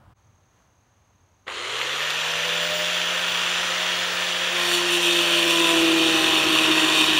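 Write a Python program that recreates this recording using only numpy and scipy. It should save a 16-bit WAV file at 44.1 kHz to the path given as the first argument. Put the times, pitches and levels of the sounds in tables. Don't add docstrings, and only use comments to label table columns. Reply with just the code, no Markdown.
import sys
import numpy as np
from scipy import signal
from scipy.fft import rfft, irfft, next_fast_len
from scipy.io import wavfile
from scipy.ndimage import uniform_filter1d, map_coordinates

SR = 44100
rng = np.random.default_rng(int(sys.argv[2]) if len(sys.argv) > 2 else 0)


def bounce(signal):
    frames = np.transpose(np.atleast_2d(signal))
    limited = np.clip(frames, -1, 1)
    pcm = np.round(limited * 32767).astype(np.int16)
    wavfile.write(sys.argv[1], SR, pcm)


def convert_level_to_amplitude(level_db):
    exponent = np.asarray(level_db, float) / 20
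    return 10 ** exponent


N = 317079

# pitch_hz, density_db
YARD_SPECTRUM = [(18, -47), (30, -17), (55, -2), (107, 0), (158, -18), (328, -20.5), (404, -28), (629, -22),
                 (1270, -22), (2080, -37), (3150, -38), (3880, -42), (15000, -54)]
AIR_SPECTRUM = [(120, -7), (200, -3), (450, -8), (1000, -5), (2000, -14.5), (4300, -20.5), (5300, -25.5),
                (6300, -12), (7200, -26.5), (14000, -34), (15700, -31)]
RUMBLE_SPECTRUM = [(15, -37), (25, -16), (43, -8.5), (70, -2.5), (102, 1), (141, -10), (220, -21),
                   (290, -50), (480, -120)]
YARD_DB, AIR_DB, RUMBLE_DB = -50, -72, -67
# start_s, fade_out_s, fade_in_s
SCENE_CHANGE = (.141, .014, .04)
# start_s, change_db, half_length_s
GUST = (.6, 2.7, 0.077)
# start_level_db, free_speed_gain_db, full_load_gain_db
SHUDDER = (-66, 5, 8)
# pitch_hz, pitch_hz
WING_HZ = (6500, 6140)
# level_db, rise_db_per_s
CRICKET = (-74.5, 1)

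ON_S, TOUCH_S = 1.47, 4.5
# pitch_hz, level_db, decay_t60_s
SWITCH_RING = [(1900, -23, .025), (3300, -31, .015), (7500, -46, .01), (13500, -57, .01)]
# start_s, level_db, decay_t60_s
KNOCKS = [
    (1.471, -34, 0.0087),
    (1.4806, -28, 0.018),
    (1.499, -27, 0.011),
    (1.522, -30, .008),
    (1.548, -31, .008),
    (1.814, -21, 0.012),
    (2.100, -27, .008),
    (2.104, -23, 0.015),
    (2.111, -22, .01),
]
FREE_RPS = 177.1
# gap_turns_per_s, time_constant_s
SPIN_UP_LAGS = [(74, .52), (73, .13)]
# start_s, loss_turns_per_s
SAG = [(4.45, 0), (4.9, 2.1), (5.1, 3.8), (5.5, 8.1), (5.9, 13.1), (6.3, 16.9), (6.5, 17.9), (7.19, 20.3)]
# pitch_hz, density_db
STARTING_SPECTRUM = [(120, -43), (200, -14), (272, -16.5), (357, 2.5), (789, -7.5), (1200, 3), (1460, -4),
                     (2090, -4.5), (2420, -6), (3010, 0.5), (5450, -18), (7020, -14.5), (15000, -43)]
RUNNING_SPECTRUM = [(120, -51), (200, -23.5), (316, -22.5), (340, -15.5), (489, -7.5), (517, -7.5),
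                    (566, -11.5), (620, -9), (772, -7.5), (2150, -6), (2870, 3), (4970, -10.5),
                    (7160, -17.5), (10500, -22.5), (15700, -27.5)]
# pitch_hz, width_hz, lift_db
HOUSING_MODES = [(1864, 51, 3), (276, 52, 6.5), (3800, 310, 2), (4560, 190, 2), (7840, 270, -3.5),
                 (10400, 400, -4.5), (968, 42, 4), (1380, 340, 4), (1776, 195, 5), (2450, 17, 3),
                 (2940, 68, 1), (3110, 60, -2), (3250, 97, 6.5), (3512, 45, 9), (5540, 350, 4),
                 (5995, 106, 8.5), (6100, 380, 2.5), (6800, 210, 6), (15200, 1400, -8), (7210, 120, 12),
                 (9400, 400, 4.5), (11300, 250, 2.5)]
# free_speed_level_db, power_of_speed
RATTLE = (-28.5, 1.2)
BODY = (-30.5, 0.74)
HISS = (-44.5, 2.5)
# rattle_db, body_db, hiss_db
SLACK_DB = (-1.2, -1.8, 2.2)
# rattle_s, body_s, hiss_s
WAKE_S = (.11, .008, .035)
MESH_S = 1.82
FLOOR_RPS = 100

GEAR, BLADES = 3.55, 25
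# multiple_of_disc_turn, free_speed_level_db, power_of_speed, full_load_gain_db
ORDERS = [
    (1, -48.5, 2.5, 4),
    (2, -49.5, 22, 0),
    (3, -46, 6, 6),
    (GEAR, -51, -0.78, -1.5),
    (4, -58.5, -0.5, 12),
    (5, -60.5, 1.1, 12),
    (6, -51, 3, 3),
    (GEAR * BLADES, -56, 1.5, -9),
]
# pitch_hz, width_hz, lift_db
PASSED_MODES = [(169.3, 11, 4.5), (455, 24, 5.5), (494, 24, 9), (580, 15.7, 6), (606, 18, 14.5),
                (632.4, 7.7, 3), (662.6, 37.4, 12), (806, 20, 12.5), (1020, 60, 6), (15200, 600, 7),
                (15590, 70, -9)]
# pitch_hz, width_hz, lift_db
BAR_MODE = (328.5, 20, 9.2)
FLEX_DB, FLEX_GROWS_S = -31, 0.27
# start_s, change_db, half_length_s
GRABS = [(4.95, 3.5, 0.035), (5.02, -6, .02), (5.08, 3.5, .04), (5.27, -4, .04), (5.7, -3, .03),
         (6.43, -3.5, 0.047), (6.51, 4.5, 0.035), (6.58, -8, .015), (6.65, -8, 0.024), (6.7, 3, .02),
         (6.8, -5, 0.024), (6.84, 4, .012), (6.865, -7, .012), (6.97, -7, .05), (7.02, 4.5, .015),
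         (7.065, -10, .02), (7.14, 3, .05)]
JUDDER_HZ, JUDDER_PEAK_S, JUDDER_DEPTH = 12.9, 6.08, .22

# pitch_hz, density_db
CUTTING_SPECTRUM = [(120, -53), (200, -10), (283, -13.5), (321, -3.5), (438, -9.5), (480, -14.5),
                    (536, -13), (862, -15), (1020, -4.5), (2150, -28), (2620, -5), (3580, -10), (4970, -34),
                    (7160, -31.5), (15700, -40)]
# pitch_hz, width_hz, lift_db
BAR_MODES = [(684, 61, 6), (1036, 94, 4.5), (1913, 71, 13.5), (2443, 117, 8), (2550, 33, -0.5),
             (2940, 50, -1.5), (3206, 36, -8), (3340, 40, 3), (3632, 52, 9), (4350, 110, 5), (4370, 130, 5),
             (3740, 55, 4), (2180, 130, -2), (4614, 160, 12), (5030, 200, -7), (5414, 150, 12.5),
             (5900, 660, 9.5), (7180, 210, 8.5), (8320, 94, 8.5), (9140, 370, 9), (10500, 400, -5.5),
             (11240, 310, 6.5)]
# start_s, pressure_db, half_length_s
LEANS = [(4.74, 3, 0.038), (4.84, -9.5, 0.051), (4.93, 1.5, .03), (4.99, -7, 0.03), (5.05, 1, 0.049),
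         (5.28, -2.5, .06), (5.4, 2, .04), (5.55, 1.5, 0.07), (5.92, -2, 0.057), (6.44, -2.5, 0.058),
         (6.52, 1.5, .04), (6.7, -1.5, .04), (6.98, 1.5, .08), (7.17, 1, 0.054)]
SINK_S, SINK_DB = 0.23, -11
# light_cut_level_db, full_load_gain_db, share_of_leaning
BITE = (-23, 4, 0.86)
SPARKS = (-33.3, -3, 0.8)
GROWL = (-38, 15.5, 0.3)
REPEAT = (.2, 0.5)
REPEAT_FADE_LOAD = .15


def unit(x):
    return x / np.sqrt(np.mean(x ** 2) + 1e-20)


def clock():
    return np.arange(N) / SR


def since(s):
    return np.arange(N) >= s * SR


def curves(rows):
    s, *columns = np.transpose(rows)
    return [np.interp(clock(), s, column) for column in columns]


def bumps(rows):
    t = clock()[::64]
    swells = sum(db * np.exp(-((t - s) / half) ** 2) for s, db, half in rows)
    return np.interp(clock(), t, swells)


def wobble(rate):
    knots = rng.standard_normal(int(N * rate / SR) + 4)
    at = np.arange(0, len(knots) - 3, 1 / 12)
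    return np.interp(np.arange(N) * rate / SR, at, map_coordinates(knots, [at]))


def resonance_db(hz, modes):
    return sum(db / (1 + (2 * (hz - centre) / width) ** 2) for centre, width, db in modes)


def lift(hz, modes):
    grid = np.linspace(hz.min(), hz.max(), 2000)
    return np.interp(hz, grid, resonance_db(grid, modes))


def coloured(x, spectrum, modes=(), lo_hz=1, hi_hz=22000):
    m = next_fast_len(N + 8192)
    hz = np.fft.rfftfreq(m, 1 / SR) + 1
    pitch_hz, level_db = np.transpose(spectrum)
    db = np.interp(np.log(hz), np.log(pitch_hz), level_db) + resonance_db(hz, modes)
    edges = 1 / np.sqrt((1 + (lo_hz / hz) ** 8) * (1 + (hz / hi_hz) ** 8))
    return unit(irfft(rfft(x, m) * convert_level_to_amplitude(db) * edges, m)[:N])


def three_bands(x, spectrum, modes, db, low_db, high_db):
    low = coloured(x, spectrum, modes, 1, 2100)
    main = coloured(x, spectrum, modes, 2100, 7500)
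    top = coloured(x, spectrum, modes, 7500, 22000)
    return convert_level_to_amplitude(db) * (main + convert_level_to_amplitude(low_db) * low + convert_level_to_amplitude(high_db) * top)


def shed(speed, load):
    start_db, speed_gain_db, load_gain_db = SHUDDER
    shudder_db = start_db + speed_gain_db * (speed / FREE_RPS) ** 4 + load_gain_db * load
    low_db = np.where(since(ON_S), shudder_db, RUMBLE_DB) + 1.3 * wobble(6)
    air = convert_level_to_amplitude(AIR_DB + bumps([GUST]) + 7.0) * coloured(rng.standard_normal(N), AIR_SPECTRUM)
    rumble = convert_level_to_amplitude(low_db + 3.5) * coloured(rng.standard_normal(N), RUMBLE_SPECTRUM)
    yard = convert_level_to_amplitude(YARD_DB) * coloured(rng.standard_normal(N), YARD_SPECTRUM)
    return np.where(since(SCENE_CHANGE[0]), air + rumble, yard)


def cricket():
    t = clock()
    stroke = np.clip(np.cos(2 * np.pi * 37.45 * (t - 1.451)) + .2, 0, None) ** .7
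    song = np.zeros(N)
    for hz, db in zip(WING_HZ, [-.5, -9]):
        song += convert_level_to_amplitude(db + 1.2 * wobble(60)) * np.sin(2 * np.pi * hz * t + .4 * wobble(120))
    level_db, rise_db = CRICKET
    level = convert_level_to_amplitude(level_db + rise_db * np.minimum(t, ON_S) + 4)
    return since(SCENE_CHANGE[0]) * level * stroke * song


def switch():
    age = np.clip(clock() - 1.4793, 0, 1)
    return sum(convert_level_to_amplitude(db - 60 * age / t60) * np.sin(2 * np.pi * hz * age) for hz, db, t60 in SWITCH_RING)


def knocks():
    blows = np.zeros(N)
    age = np.arange(SR // 10) / SR
    for s, db, t60 in KNOCKS:
        blows[round(s * SR):][:len(age)] += convert_level_to_amplitude(db - 60 * age / t60) * (1 - np.exp(-age / 0.00055))
    dull = coloured(rng.standard_normal(N), [(300, -28), (2000, 9), (4000, -1), (6000, -24), (15500, -48)])
    bright = coloured(rng.standard_normal(N), [(300, -20), (3500, 3), (6000, -8), (9000, -12), (15500, -23)])
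    return 1.7 * blows * np.where(since(2), bright, dull)


def drive():
    sag, = curves(SAG)
    age = np.clip(clock() - ON_S, 0, None)
    missing = sum(gap * np.exp(-age / tau) for gap, tau in SPIN_UP_LAGS)
    return FREE_RPS - missing - sag, sag / sag[-1]


def running_levels(speed):
    speed_db = 20 * np.log10(np.clip(speed, FLOOR_RPS, None) / FREE_RPS)
    slack = np.clip((MESH_S - clock()) / 0.052, 0, 1)
    levels = []
    for (at_db, power), step_db, rise_s in zip([RATTLE, BODY, HISS], SLACK_DB, WAKE_S):
        wake_db = 20 * np.log10(np.clip((clock() - ON_S + 0.0043) / rise_s, .02, 1))
        levels.append(at_db + power * speed_db + step_db * slack + wake_db)
    rattle, body, hiss = levels
    return rattle, body - rattle, hiss - rattle


def motor(turns, speed):
    db, body_db, hiss_db = running_levels(speed)
    mains = np.cos(2 * np.pi * 120 * clock())
    pulse_db = .4 * mains + .4 * np.cos(2 * np.pi * turns)
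    grain = convert_level_to_amplitude(1.2 * wobble(900) + pulse_db + 0.22 * wobble(12))
    fan = np.clip((clock() - 1.6) / 0.45, 0, 1)
    run = three_bands(grain * rng.standard_normal(N), RUNNING_SPECTRUM, HOUSING_MODES,
                      db + 0.14, body_db + 0.21, hiss_db + 0.37)
    starting_modes = [(363, 150, -4.5), (500, 80, 6), (2100, 180, 5), (4160, 390, 7), (6860, 400, 6.0),
                      (9200, 600, 9), (13800, 1500, 10)]
    start = three_bands(grain ** 1.4 * rng.standard_normal(N), STARTING_SPECTRUM, starting_modes,
                        db + 0.33, body_db + 0.3, hiss_db + .3)
    return since(ON_S - .01) * (np.sqrt(fan) * run + np.sqrt(1 - fan) * start)


def flexing_db(speed, load):
    swing = np.cos(2 * np.pi * JUDDER_HZ * (clock() - JUDDER_PEAK_S))
    judder = 1 + JUDDER_DEPTH * load ** 2 * swing
    sinking_db = SINK_DB * np.clip(1 - (clock() - TOUCH_S) / FLEX_GROWS_S, 0, 1)
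    return FLEX_DB + sinking_db + bumps(GRABS) + lift(2 * speed, [BAR_MODE]) + 20 * np.log10(judder)


def hum(turns, speed, load):
    speed_db, bite = 20 * np.log10(speed / FREE_RPS), np.sqrt(load)
    cutting = since(TOUCH_S)
    levels = [db + power * speed_db + gain_db * bite + lift(k * speed, PASSED_MODES)
              for k, db, power, gain_db in ORDERS]
    flex_db = flexing_db(speed, load)
    levels[1] = np.where(cutting, flex_db - 1.2, levels[1])
    # phase in radians, fast and slow level in dB
    drift = [.05, .12, .3, .3, .3, .3, .3, .8]
    flutter_db = [0.55, 1.1, 0.99, 1.9, 1.3, 1.4, 2.0, 2.5]
    wander_db = [.15, .3, 1.2, .8, 1.6, 1.1, 1.5, 1.2]
    tones = []
    for (k, *_), db, d, f, w in zip(ORDERS, levels, drift, flutter_db, wander_db):
        level = convert_level_to_amplitude(db + 3.5 + f * wobble(35) + w * wobble(5))
        tones.append(level * np.sin(2 * np.pi * k * turns + d * wobble(40 + 1.5 * k)))
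    tones[5:7] = [cutting * tone for tone in tones[5:7]]
    shaken = np.clip(1.44 * load - .25, .1, 1)
    ringing = coloured(rng.standard_normal(N), [(200, -24.5), (300, -10.5), (365, 2.0), (420, -26), (600, -54)])
    mode = shaken * convert_level_to_amplitude(flex_db - 7.5) * ringing
    return (sum(tones) + cutting * mode) * np.clip((clock() - 1.57) / .1, 0, 1)


def pressure():
    return SINK_DB * np.clip(1 - (clock() - TOUCH_S) / SINK_S, 0, 1) + bumps(LEANS)


def worn_rim(turns):
    grit = rng.standard_normal((60, 281))
    grit[:, -1] = grit[:, 0]
    age = (turns - turns[-1]) / 30 + 58
    return unit(map_coordinates(grit, [age, turns % 1 * 280], order=1, mode="nearest"))


def cut(turns, load):
    bite, leaning_db = np.sqrt(load), pressure()
    db, sparks_db, growl_db = (at_db + gain_db * bite + part * leaning_db
                               for at_db, gain_db, part in [BITE, SPARKS, GROWL])
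    share = REPEAT[0] + REPEAT[1] * np.exp(-load / REPEAT_FADE_LOAD)
    rim = worn_rim(turns)
    runout_db = 3.1 * np.cos(2 * np.pi * turns) + 0.89 * np.cos(4 * np.pi * turns + 1.8)
    high_spot = convert_level_to_amplitude(share * runout_db)
    share = np.clip(share, 0, 1)
    fresh = unit(convert_level_to_amplitude(2.8 * wobble(700)) * rng.standard_normal(N))
    scrape = np.sqrt(share) * rim + np.sqrt(1 - share) * fresh
    touch = np.clip((clock() - TOUCH_S) / 0.092, 0, 1)
    tremor = convert_level_to_amplitude(0.53 * wobble(16))
    return touch * three_bands(scrape * high_spot * tremor, CUTTING_SPECTRUM, BAR_MODES,
                               db - 2.0, growl_db - db - .7, sparks_db - db + .7)


def patchy(x, depth_db):
    z = signal.stft(x, nperseg=512)[2]
    field = uniform_filter1d(rng.standard_normal(z.shape), size=4, axis=0)
    field = uniform_filter1d(field, size=40, axis=1)
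    return signal.istft(z * convert_level_to_amplitude(depth_db * unit(field)), nperseg=512)[1][:N]


def scene():
    speed, load = drive()
    turns = np.cumsum(speed) / SR
    noise = patchy(motor(turns, speed) + cut(turns, load), depth_db=.8)
    tool = hum(turns, speed, load) + noise + knocks() + switch()
    s, fade_out, fade_in = SCENE_CHANGE
    fade = np.clip(np.maximum((s - clock()) / fade_out, (clock() - s) / fade_in), .05, 1)
    mono = fade * (tool + cricket() + shed(speed, load))
    return np.array([mono, mono])


def band_limit(x):
    return signal.sosfilt(signal.butter(12, 17000, fs=SR, output="sos"), x)


def record(dry):
    m = next_fast_len(N + 8192)
    hz = np.fft.rfftfreq(m, 1 / SR)
    response = (hz < 15740) * hz ** 3 / (hz ** 3 + 36 ** 3)
    mix = irfft(rfft(dry, m) * response, m)[:, :N]
    peak_limit, knee = .66, 5
    mix = mix / (1 + np.abs(mix / peak_limit) ** knee) ** (1 / knee)
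    return band_limit(mix)


dry = scene()
out = record(dry)
bounce(out)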